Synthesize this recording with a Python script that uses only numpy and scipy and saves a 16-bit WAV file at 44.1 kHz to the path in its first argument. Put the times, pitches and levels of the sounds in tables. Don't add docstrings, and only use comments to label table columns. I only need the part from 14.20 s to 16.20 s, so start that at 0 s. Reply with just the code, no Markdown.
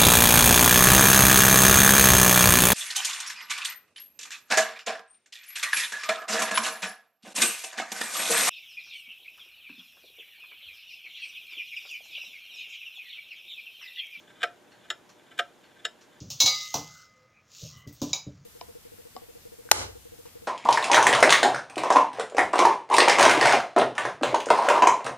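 import sys
import numpy as np
from scipy import signal
from scipy.fft import rfft, irfft, next_fast_len
from scipy.io import wavfile
from scipy.ndimage import uniform_filter1d, map_coordinates

SR = 44100
rng = np.random.default_rng(int(sys.argv[2]) if len(sys.argv) > 2 else 0)


def dump(signal):
    limited = np.clip(np.atleast_2d(signal).T, -1, 1)
    pcm = np.round(limited * 32767).astype(np.int16)
    wavfile.write(sys.argv[1], SR, pcm)


N = 88200


def amp(db):
    return 10 ** (np.asarray(db) / 20)


def unit(x):
    return x / np.sqrt(np.mean(x ** 2) + 1e-20)


def along(points, hz):
    f, value = np.transpose(points)
    return np.interp(np.log(hz + 1), np.log(f + 1), value)


def wobble(rate):
    knots = rng.standard_normal(int(N * rate / SR) + 4)
    return map_coordinates(knots, [np.arange(N) * rate / SR])


def filtered(x, response):
    size = next_fast_len(N + SR // 2)
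    hz = np.fft.rfftfreq(size, 1 / SR)
    return irfft(rfft(x, size) * response(hz), size)[..., :N]


ROOM_WIDTH = 0.19


def spread(mid, side):
    return np.array([mid + ROOM_WIDTH * side, mid - ROOM_WIDTH * side])


# (frequency [Hz], level [dB rms], about which it wavers)
HUM_LINES = [(120, -84), (360, -73.5), (480, -73.5), (600, -70.5)]


def mains_hum():
    t = np.arange(N) / SR
    hum = np.zeros(N)
    for hz, db in HUM_LINES:
        phase = 2 * np.pi * (hz * t + rng.random())
        hum += np.sqrt(2) * amp(db + 0.68 * wobble(4.9)) * np.sin(phase)
    return hum


# (frequency [Hz], relative density [dB per Hz])
AIR_SPECTRUM = [(15, -50), (25, -16), (60, -19.5), (108, -8.5), (344, -2), (560, -8), (900, -7),
                (1260, -13.5), (1550, -12), (2000, -14), (2480, -17.5), (3400, -16), (4500, -22.5),
                (6200, -23.5), (7000, -20.5), (7800, -28), (8600, -27), (11500, -30), (12800, -33),
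                (13600, -28.5), (14300, -35), (16000, -47)]
# (frequency [Hz], correlation [0 to 1])
AIR_LIKENESS = [(60, 0.088), (180, 0.72), (550, 0.5), (1650, 0.69), (4970, 0.78), (15000, 0.86)]
AIR_DB = -58.5


def room_air():
    def mid_and_side(hz):
        angle = np.arccos(np.clip(along(AIR_LIKENESS, hz), -1, 1)) / 2
        return amp(along(AIR_SPECTRUM, hz)) * [np.cos(angle), np.sin(angle)]

    mid, side = filtered(rng.standard_normal((2, N)), mid_and_side)
    return amp(AIR_DB + 0.24 * wobble(1.94)) * unit(np.array([mid + side, mid - side]))


# (time [s], level [dB], kind [rounds to 0 bright or 1 dull])
FAR_BEATS = [(-.028, -52.5, 0.27), (.519, -54.5, 1), (0.891, -53, 0), (1.438, -56.5, 1),
             (1.81, -54.5, 0.21)]
# (frequency [Hz], width [Hz], relative level [dB])
FAR_RESONANCES = [
    [(1150, 450, -2), (2770, 820, -6), (4300, 380, -4.5), (5660, 550, -3.5), (6800, 1200, -8.5)],
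    [(1590, 270, -3), (2760, 260, -2.5), (4330, 130, -3), (5760, 440, -16), (6800, 640, -25)],
]
FAR_T60_S, FAR_RISE_S = 0.2, 0.0012


def far_clock():
    out = np.zeros((2, N))
    for start, db, kind in FAR_BEATS:
        t = np.maximum(np.arange(N) / SR - start, 0)

        def colour(f):
            total = 0
            for k, (centre, width, peak_db) in enumerate(FAR_RESONANCES[round(kind)]):
                damping = 1j * f * width
                resonance = damping / (centre * centre - f * f + damping)
                total = total + (-1) ** k * amp(peak_db) * resonance
            return total

        blur = unit(spread(*filtered(rng.standard_normal((2, N)), colour)))
        out += blur * amp(db - 60 * t / FAR_T60_S) * (1 - np.exp(-t / FAR_RISE_S))
    return out


# (frequency [Hz], reverberation time t60 [s])
ROOM_DECAY = [(300, 0.42), (2000, 0.2), (10000, 0.21)]
ROOM_DB, ROOM_GAP_S = -17.5, 0.0055


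def room(x):
    out, step = np.zeros((2, N + SR)), SR // 8
    late = np.pad(x, (int(ROOM_GAP_S * SR), 0))
    for first in range(0, N, step):
        hz, t, noise = signal.stft(rng.standard_normal((2, SR // 3)), SR, nperseg=256)
        decay = amp(-60 * t / along(ROOM_DECAY, hz)[:, None])
        mid, side = signal.istft(noise * decay, SR, nperseg=256)[1]
        tail = spread(mid, side)
        tail = tail / np.linalg.norm(tail[0])
        part = signal.fftconvolve(late[None, first:first + step], tail, axes=1)
        out[:, first:first + part.shape[1]] += part
    return out[:, :N]


# (frequency [Hz], t60 [s], relative level from the tock pallet [dB], from the tick pallet [dB])
PLATE_MODES = [(371, 0.067, -4, -3.5), (473, 0.042, 0, 0.5), (566.6, 0.15, -7.5, -17),
               (634.5, 0.092, -6, -8.5), (700.6, 0.11, 2.5, -8), (759, 0.024, -6.5, -15),
               (874.5, 0.086, -9.5, -11), (1254, .045, 5, 6.5), (1340, 0.11, -1.5, -0.5),
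               (1357, .2, -16, -26), (1436, 0.12, -25.5, -2), (1558, 0.052, 9.5, 1.5),
               (1719, 0.071, 5, 4.5), (1855, 0.026, 4, 7), (2020, 0.059, -3, 2.5), (2229, 0.05, -1, -24),
               (2455, 0.032, 3.5, -0.5), (2425, 0.26, -24, -21), (2818, 0.044, -3.5, 5),
               (3112, 0.034, 4, 10), (3265, 0.014, 1.5, 5), (3444, 0.026, 5.5, 9.6),
               (3722, 0.027, -2.5, 10.5), (4040, 0.065, -14, -14.5), (4240, 0.041, -41, -3),
               (5184, 0.11, -21.5, -11), (5600, 0.12, -30, -35), (5374, 0.032, -32.5, -4),
               (6840, 0.039, -15.5, -14), (7035, 0.052, -20, -3.5), (7720, 0.046, -17, -8),
               (8800, 0.075, -26, -48)]
RISE_CYCLES = 1.98
SMEAR = .006


def ring(pallet, tilt_db, t, scatter_db):
    hz, t60, *pallet_db = np.transpose(PLATE_MODES)[:, :, None]
    level = pallet_db[pallet] + tilt_db * np.log2(hz / 2000)
    level = level + scatter_db * rng.standard_normal(hz.shape)
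    sense = (-1.) ** np.arange(len(hz))[:, None]
    rise = 1 - np.exp(-t * hz / RISE_CYCLES)
    steps = rng.standard_normal((len(hz), len(t)))
    drift = np.cumsum(steps, axis=1) * np.sqrt(2 * np.pi * SMEAR * hz * hz / 2000 / SR)
    drift = uniform_filter1d(drift, size=45, axis=1)
    tones = np.sin(2 * np.pi * hz * t + drift)
    return (sense * amp(level - 60 * t / t60) * rise * tones).sum(0)


# (frequency [Hz], relative level from the tock pallet [dB], from the tick pallet [dB])
HIGH_MODES = [(905, -44, -40), (1920, 4.5, -21), (3820, 7, 2), (6260, 2.3, -2.5), (7440, -13, 2.5),
              (8100, -25, -43), (9580, -3.5, -6), (11300, -23, -24), (11300, -7.5, -8), (13400, -18, -22),
              (14300, -23, -12), (14400, -30, -34), (16000, -40, -38)]
HISS_DB, HISS_T60_S, HISS_RISE_S = -5, 0.033, 0.0013


def hiss(pallet, tilt_db, t):
    hz = np.fft.rfftfreq(len(t), 1 / SR)
    points = np.array(HIGH_MODES)[:, [0, 1 + pallet]]
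    colour = unit(amp(along(points, hz))) * amp(tilt_db * np.log2((hz + 1) / 2000))
    noise = irfft(rfft(rng.standard_normal(len(t))) * colour, len(t))
    return noise * amp(HISS_DB - 60 * t / HISS_T60_S) * (1 - np.exp(-t / HISS_RISE_S))


# (time before the landing [s], relative level [dB])
RUB_SWING = [(.36, -65), (0.33, -81.5), (0.19, -61.5), (0.085, -64), (0.09, -64.5), (0.016, -60),
             (0.0015, -52)]
# (time [s], added level of the rubbing before it [dB])
SWING_LANDINGS = [(.2305, 1.5), (0.7, -1.5), (1.19, -3.4), (1.651, -3.2), (2.148, -2)]
# (time [s], level [dB], length [s])
SLIDE_CATCHES = [(0.048, -67.5, 0.0046), (0.092, -67, 0.004), (0.125, -62, 0.0035), (0.196, -78, 0.007),
                 (0.213, -52, 0.0082), (0.613, -73.5, .008), (0.644, -58, 0.0085), (0.993, -65, 0.0038),
                 (1.11, -57, 0.0061), (1.178, -42, 0.0027), (1.515, -63, 0.0047), (1.587, -61.5, 0.015),
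                 (1.651, -35, 0.0046), (1.935, -68, 0.0083)]
RUB_GRAIN_DB, RUB_TILT_DB = 5, 4.5


def rubbing():
    t = np.arange(N) / SR
    before, swing_db = np.transpose(RUB_SWING)
    level = np.zeros(N)
    for landing, more_db in SWING_LANDINGS:
        level += amp(more_db + np.interp(t, landing - before, swing_db, left=-120, right=-120))
    for centre, db, length in SLIDE_CATCHES:
        level += amp(db) * np.exp(-.5 * ((t - centre) / length) ** 2)
    grit = unit(rng.standard_normal(N) * amp(RUB_GRAIN_DB * wobble(90)))
    body = ring(0, RUB_TILT_DB, np.arange(SR // 5) / SR, 0)
    return signal.fftconvolve(grit * level, body / np.linalg.norm(body))[:N]


# (time [s], relative level [dB], hardness [dB per octave about 2 kHz])
TOCK_CONTACTS = [(0.2178, -45.5, 2.7), (0.2302, -29.5, 2.5), (.2345, -30, 1.3), (0.2383, -33, -2),
                 (.2445, -41.5, -2), (1.1785, -56, 9.2), (1.1875, -49, .1), (1.189, -31, 2.8),
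                 (1.1928, -28, 0.24), (1.197, -33.5, 0.2), (1.203, -55, -5)]
TICK_CONTACTS = [(0.7017, -35.5, 2.23), (.7038, -45.5, 4.5), (.7075, -43, -1), (0.7108, -50.5, -5),
                 (1.6465, -55, -6), (1.651, -34.5, 2.8), (1.6528, -42, -1), (1.657, -50, -1.5),
                 (1.664, -51.5, -4.5)]
SCATTER_DB = 1.


def contacts():
    out, k = np.zeros(N + SR), np.arange(SR // 7)
    for pallet, rows in enumerate((TOCK_CONTACTS, TICK_CONTACTS)):
        for start, db, tilt_db in rows:
            first = int(np.ceil(start * SR))
            t = (first + k) / SR - start
            blow = ring(pallet, tilt_db, t, SCATTER_DB) + hiss(pallet, tilt_db, t)
            out[first:first + len(k)] += amp(db) * blow
    return out[:N]


LOW_CUT_HZ = 127


def movement():
    return filtered(contacts() + rubbing(), lambda hz: (1j * hz / (LOW_CUT_HZ + 1j * hz)) ** 2)


# (frequency [Hz], side level relative to mid [dB])
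MOVEMENT_WIDTH = [(300, -63), (1300, -27), (4400, -15), (12000, -13)]
LEAN_DB = 0.25


def scene():
    works = movement()
    side = filtered(works, lambda hz: 1j * amp(along(MOVEMENT_WIDTH, hz)))
    near = np.array([works + side, works - side]) * amp([[LEAN_DB], [-LEAN_DB]])
    return near + amp(ROOM_DB) * room(works) + far_clock() + room_air() + mains_hum()


def record(dry):
    return filtered(dry, lambda hz: hz < 16050)


dry = scene()
out = record(dry)
dump(out)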